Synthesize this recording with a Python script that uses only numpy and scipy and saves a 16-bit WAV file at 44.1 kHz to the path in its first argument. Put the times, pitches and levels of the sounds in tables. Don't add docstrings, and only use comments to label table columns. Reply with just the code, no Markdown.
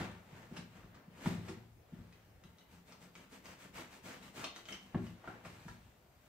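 import sys
import numpy as np
from scipy import signal
from scipy.fft import rfft, irfft, next_fast_len
from scipy.io import wavfile
from scipy.ndimage import uniform_filter1d

SR = 44100
rng = np.random.default_rng(int(sys.argv[2]) if len(sys.argv) > 2 else 0)


def generate_wav(signal):
    frames = np.transpose(np.atleast_2d(signal))
    scaled = np.clip(frames, -1, 1) * 32767
    pcm = np.round(scaled).astype(np.int16)
    wavfile.write(sys.argv[1], SR, pcm)


N = 276932

# pitch_hz, level_db, t60_s
BENCH_MODES = [(62.3, -6, 0.17), (76, -18, 0.26), (90.3, -12.5, 0.78), (113.6, -10.5, 0.64),
               (136.6, -8, 0.22), (172.9, 0, 0.27), (204, -8.5, 0.11), (236, -2, 0.21), (323.7, -9.5, 0.2),
               (379.8, -7.5, 0.23), (488, -16, 0.37), (684, -9, 0.14)]
# frequency_hz, coherence
DIFFUSE_COHERENCE = [(100, 0.94), (300, 0.84), (700, 0.35), (1500, 0.076), (5000, 0.043)]


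def foam_rasp():
    # frequency_hz, relative_db
    spectrum = [(90, -32), (160, 1.5), (240, -6.5), (600, -8), (1300, -9.5), (2300, -10.5), (3500, -15.5),
                (5000, -19), (8000, -18.5), (16000, -27)]
    # frequency_hz, coherence
    cut_coherence = [(200, 1), (400, 0.85), (1400, 0.24), (3500, 0.42), (12000, 0.13)]
    gestures = strokes_and_rubs()
    force = sum(envelope for envelope, _, _ in gestures)
    bright_db = sum(envelope * db for envelope, db, _ in gestures) / force
    drag = sum(envelope * gain_of(db) for envelope, _, db in gestures)
    tear_sizes = gain_of(2 * np.minimum(rng.exponential(1, (2, N)), 4))
    tears = tear_sizes * (rng.random((2, N)) < 9000 / SR)
    stick_slip = gain_of(0.95 * unit_rms(uniform_filter1d(rng.standard_normal(N), size=200)))
    clicks = unit_rms(tears * rng.standard_normal((2, N)))
    hail = unit_rms(stick_slip * (clicks + rng.standard_normal((2, N))))
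    hz, t, spectra = signal.stft(hail, SR, nperseg=512, noverlap=384)
    flicker_db = 1.09 * patches(rng.standard_normal(spectra[0].shape), bins=5, frames=10)
    treble = np.clip(np.log2(hz / 1500 + 1e-3) / 3, 0, 1)[:, None]
    tilt_db = treble * np.interp(t, np.arange(N) / SR, bright_db)
    colour_db = curve_at(spectrum, hz)[:, None]
    band_rms = np.sqrt(np.sum(gain_of(2 * colour_db[(hz > 1500) & (hz < 8000)])) / len(hz))
    spectra = cohere(spectra, hz, cut_coherence) * gain_of(colour_db + tilt_db + flicker_db) / band_rms
    rasp = signal.istft(spectra, SR, nperseg=512, noverlap=384)[1][:, :N]
    smooth_force = uniform_filter1d(force, size=400)
    shaking = signal.oaconvolve(drag * hail[0], ring(BENCH_MODES, spread_db=5.0, rise_s=0.0022))[:N]
    return smooth_force * rasp + gain_of(-36.5) * shaking


def strokes_and_rubs():
    # start_s, length_s, level_db
    strokes = [(2.575, 0.035, -75.5), (2.675, 0.094, -68), (2.84, 0.096, -64), (2.98, 0.068, -62.5),
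               (3.12, .12, -64), (3.285, 0.076, -59), (3.415, 0.11, -56.5), (3.565, 0.087, -59),
               (3.72, 0.093, -49.5), (3.885, 0.078, -59), (4.015, 0.13, -51.5), (4.185, .1, -59.5),
               (4.325, 0.13, -49.5), (4.535, 0.025, -52.5), (4.65, 0.09, -55), (4.78, 0.092, -73)]
    # peak_s, level_db, swell_db_per_s, fade_db_per_s, bright_db
    rubs = [(0.005, -40.5, 273, 147, -10.5), (0.37, -62, 116, 106, -5.5), (0.43, -63.5, 64, 132, -8),
            (0.573, -51.5, 319, 218, -7), (0.771, -60.5, 182, 80, -7), (0.955, -63, 302, 116, -29),
            (1.272, -45, 181, 122, -3), (1.486, -54.5, 310, 136, -5), (1.95, -68.5, 155, 27, -5.5),
            (2.14, -85, 295, 84, 4), (2.45, -73, 402, 90, -3), (4.956, -57.5, 607, 233, -18),
            (5.07, -60.5, 74, 126, -0.5), (5.285, -53.5, 204, 91, -13), (5.458, -58.5, 500, 44, -2),
            (5.69, -70.5, 106, 138, 10), (5.89, -80, 108, 86, -2), (6.27, -73.5, 125, 100, 4)]
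    bite_s, dull_db_per_s, lift_db_per_s = 0.043, 36, 241
    hand_drag_db = -33
    t = np.arange(N) / SR
    gestures = [(gain_of(-83.5) * np.ones(N), 0, hand_drag_db)]
    for k, (start_s, length_s, db) in enumerate(strokes):
        age = t - start_s
        bite = np.clip(age / bite_s, 0, 1) ** 2
        envelope = bite * gain_of(db - lift_db_per_s * np.maximum(age - length_s, 0))
        bright_db, drag_db = (4, 10.5) if k % 2 else (2.5, 7.5)
        effort_db = db + 60
        bright_db = bright_db - 0.1 * effort_db - dull_db_per_s * np.clip(age, 0, length_s)
        gestures.append((envelope, bright_db, drag_db - 1.66 * max(effort_db, -3.5)))
    for peak_s, db, swell, fade, bright_db in rubs:
        envelope = gain_of(db - np.maximum(swell * (peak_s - t), fade * (t - peak_s)))
        gestures.append((envelope, bright_db, hand_drag_db))
    return gestures


def bench_thumps():
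    # start_s, level_db, hardness_db, spot_hz, spot_boost_db
    blows = [(0.004, -33.5, -58, 59.5, 4), (0.318, -43, -40, 133, 11), (0.511, -38, -31, 233, 10),
             (0.58, -39.5, -28, 168, 9), (0.832, -47, -6.5, 113, 6), (1.071, -47, -25, 179, 11.5),
             (1.259, -22, -6, 200, 9), (1.299, -36, -19, 238, 4), (1.368, -34.5, -31, 115, 7.5),
             (1.489, -37, -6, 345, 12), (1.561, -45.5, -58, 115, 8), (1.923, -37.5, -33, 200, 12),
             (1.987, -47, -35, 71, 14.5), (2.443, -48.5, -19, 170, 16), (4.945, -23, -9.5, 234, 8),
             (4.989, -38, -25, 315, 19), (5.274, -41, -30, 340, 6), (5.453, -44, 1, 118, 4.5),
             (5.652, -40.5, -51, 176, 9), (5.69, -45.5, -17, 70, 11)]
    spot_octaves = 0.61
    out = np.zeros(N)
    for start_s, db, hardness_db, spot_hz, boost_db in blows:
        decay_scale = 1 - 0.012 * (db + 50)
        modes = []
        for hz, mode_db, t60_s in BENCH_MODES:
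            coupling = np.exp(-(np.log2(hz / spot_hz) / spot_octaves) ** 2)
            modes.append((hz, mode_db + boost_db * coupling, t60_s * decay_scale))
        add(out, start_s, gain_of(db) * ring(modes, spread_db=0.5, rise_s=0.004))
        add(out, start_s, gain_of(db + hardness_db) * noise_burst(390, 1640, fade_s=0.009))
    return out


def blade_ticks():
    # start_s, level_db, ring_hz, ring_db, sharpness_db
    ticks = [(2.1261, -52, 2560, -2.5, 0), (2.4376, -52.5, 3920, -4, 2), (2.5846, -51, 4050, -12, 0.5),
             (2.6094, -59, 2970, 11, -12), (2.9224, -52.5, 1310, 6, 7), (3.1536, -44, 2270, -5, 4.5),
             (3.4563, -46.5, 1720, -16, 8), (4.2263, -54, 3950, 10, -8), (4.4424, -30.5, 3646, -6, 4.5),
             (4.562, -44.5, 3820, -2, 8), (4.655, -52.5, 3030, 5, 9.5), (4.6869, -31.5, 3140, 2, -10),
             (4.7248, -32, 3074, 4, -2), (4.7443, -39, 3060, 1, -9), (5.067, -50, 2940, 8, 3)]
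    # pitch_hz, level_db, t60_s
    steel_modes = [(1300, -8.5, 0.031), (2016, -1.5, 0.016), (2870, -8, 0.017), (2920, -14, 0.16),
                   (3200, -22, 0.22), (3750, -4.5, 0.016), (6300, -6, 0.041), (8820, -7, 0.016)]
    pair_t60_s = 0.048
    out = np.zeros(N)
    for start_s, db, hz, ring_db, sharpness_db in ticks:
        pair = [(hz, ring_db, pair_t60_s), (hz * 0.69, ring_db - 8.0, pair_t60_s)]
        add(out, start_s, gain_of(db) * ring(steel_modes + pair, spread_db=1.5, rise_s=0.00018))
        add(out, start_s, gain_of(db + sharpness_db) * noise_burst(500, 6000, fade_s=0.0014))
    return out


def foam_snaps():
    # start_s, level_db, pitch_hz, hiss_db
    snaps = [(0.566, -41.5, 1620, -1.5), (0.945, -55, 1220, -1.5), (1.259, -35, 1164, -9.5),
             (1.484, -43, 1230, -2.5), (4.4412, -37.5, 796, -30), (5.241, -44.5, 830, -28),
             (5.275, -35, 750, -24), (5.449, -45, 1290, -2), (5.682, -40.5, 964, -9)]
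    cavity_t60_s = 0.018
    out = np.zeros(N)
    for start_s, db, hz, hiss_db in snaps:
        add(out, start_s, gain_of(db) * noise_burst(hz * 0.54, hz * 2.11, fade_s=0.0044))
        add(out, start_s, gain_of(db - 4) * ring([(hz, 0, cavity_t60_s)], spread_db=0, rise_s=0.00037))
        add(out, start_s, gain_of(db + hiss_db) * noise_burst(2400, 9800, fade_s=0.016))
    return out


def direct_path(sound, left_lag_s=4.8e-5):
    size = next_fast_len(N)
    delay = np.exp(-2j * np.pi * np.fft.rfftfreq(size, 1 / SR) * left_lag_s)
    return np.array([irfft(rfft(sound[0], size) * delay, size)[:N], sound[1]])


def reflections(sound, build_s, decay_speed):
    # frequency_hz, t60_s
    decay_times = [(150, 0.37), (500, 0.24), (1500, 0.26), (4000, 0.3), (10000, 0.1)]
    echoes = np.zeros((2, SR))
    arrivals = np.arange(40, SR - 20, 20) + rng.integers(0, 20, (2, (SR - 41) // 20))
    np.put_along_axis(echoes, arrivals, rng.choice([-1., 1.], arrivals.shape), 1)
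    echoes *= 1 - np.exp(-(np.arange(SR) / SR / build_s) ** 2)
    hz, t, spectra = signal.stft(echoes, SR, nperseg=256)
    decay = gain_of(-60 * decay_speed * t / curve_at(decay_times, hz)[:, None])
    tail = signal.istft(cohere(spectra, hz, DIFFUSE_COHERENCE) * decay, SR, nperseg=256)[1]
    return signal.fftconvolve(sound[None], tail / np.linalg.norm(tail[0]), axes=1)[:, :N]


def room_tone():
    # frequency_hz, relative_db
    spectrum = [(20, -23), (50, 6.5), (250, -6.5), (600, -7), (1400, -15), (4000, -23), (8000, -26.5),
                (16000, -20)]
    hz = np.fft.rfftfreq(1024, 1 / SR)
    noise = rng.standard_normal((N // 256 + 5, 513, 5)).T
    drift_db = 2 * patches(noise[4], bins=10, frames=14)
    spectra = cohere([noise[0] + 1j * noise[1], noise[2] + 1j * noise[3]], hz, DIFFUSE_COHERENCE)
    spectra *= gain_of(curve_at(spectrum, hz)[:, None] + drift_db)
    return gain_of(-63) * unit_rms(signal.istft(spectra, nperseg=1024, noverlap=768)[1][:, :N])


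def ring(modes, spread_db, rise_s):
    t = np.arange(round(max(mode[2] for mode in modes) * SR)) / SR
    scatter_db = spread_db * rng.standard_normal(len(modes))
    sound = sum((-1) ** k * gain_of(db + scatter_db[k] - 60 * t / t60_s) * np.sin(2 * np.pi * hz * t)
                for k, (hz, db, t60_s) in enumerate(modes))
    sound *= 1 - np.exp(-t / rise_s)
    return sound / abs(sound).max()


def noise_burst(low_hz, high_hz, fade_s):
    t = np.arange(SR // 10) / SR
    band = signal.butter(3, [low_hz, high_hz], "band", fs=SR, output="sos")
    envelope = np.exp(-t / fade_s) * (1 - np.exp(-t / 0.00013))
    sound = envelope * signal.sosfilt(band, rng.standard_normal(len(t)))
    return sound / abs(sound).max()


def cohere(spectra, hz, coherence):
    shared = np.clip(curve_at(coherence, hz), -1, 1)[:, None]
    return np.array([spectra[0], shared * spectra[0] + np.sqrt(1 - shared ** 2) * spectra[1]])


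def patches(noise, bins, frames):
    return unit_rms(uniform_filter1d(uniform_filter1d(noise, bins, axis=0), frames, axis=1))


def gain_of(db):
    return 10 ** (np.asarray(db) / 20)


def unit_rms(x):
    return x / np.sqrt(np.mean(x ** 2) + 1e-20)


def curve_at(points, hz):
    table_hz, values = np.transpose(points)
    return np.interp(np.log(hz + 1), np.log(table_hz + 1), values)


def add(mix, start_s, sound):
    part = mix[max(round(start_s * SR), 0):][:len(sound)]
    part += sound[:len(part)]


def scene():
    rasp, thumps, clicks = foam_rasp(), bench_thumps(), blade_ticks() + foam_snaps()
    clutter = reflections(gain_of(-6.5) * clicks, build_s=0.0042, decay_speed=9.3)
    to_walls = gain_of(-8.5) * rasp[0] + gain_of(-6.0) * thumps + clicks
    walls = reflections(to_walls, build_s=0.0033, decay_speed=0.72)
    return direct_path(rasp + thumps + clicks) + clutter + walls + room_tone()


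def record(dry):
    # frequency_hz, gain_db
    response = [(22, -15), (50, -1), (8300, -4), (9800, -9.5), (11500, -6), (16000, -5)]
    size, cutoff_hz = next_fast_len(N), 15690
    port_gain = gain_of(curve_at(response, np.fft.rfftfreq(size, 1 / SR)))
    coloured = irfft(rfft(dry, size) * port_gain, size)[:, :N]
    sensitivity = gain_of([[.9], [-.9]])
    low_pass = signal.firwin(511, cutoff_hz, window=("kaiser", 9), fs=SR)
    return signal.oaconvolve(coloured * sensitivity, low_pass[None], "same")


dry = scene()
out = record(dry)
generate_wav(out)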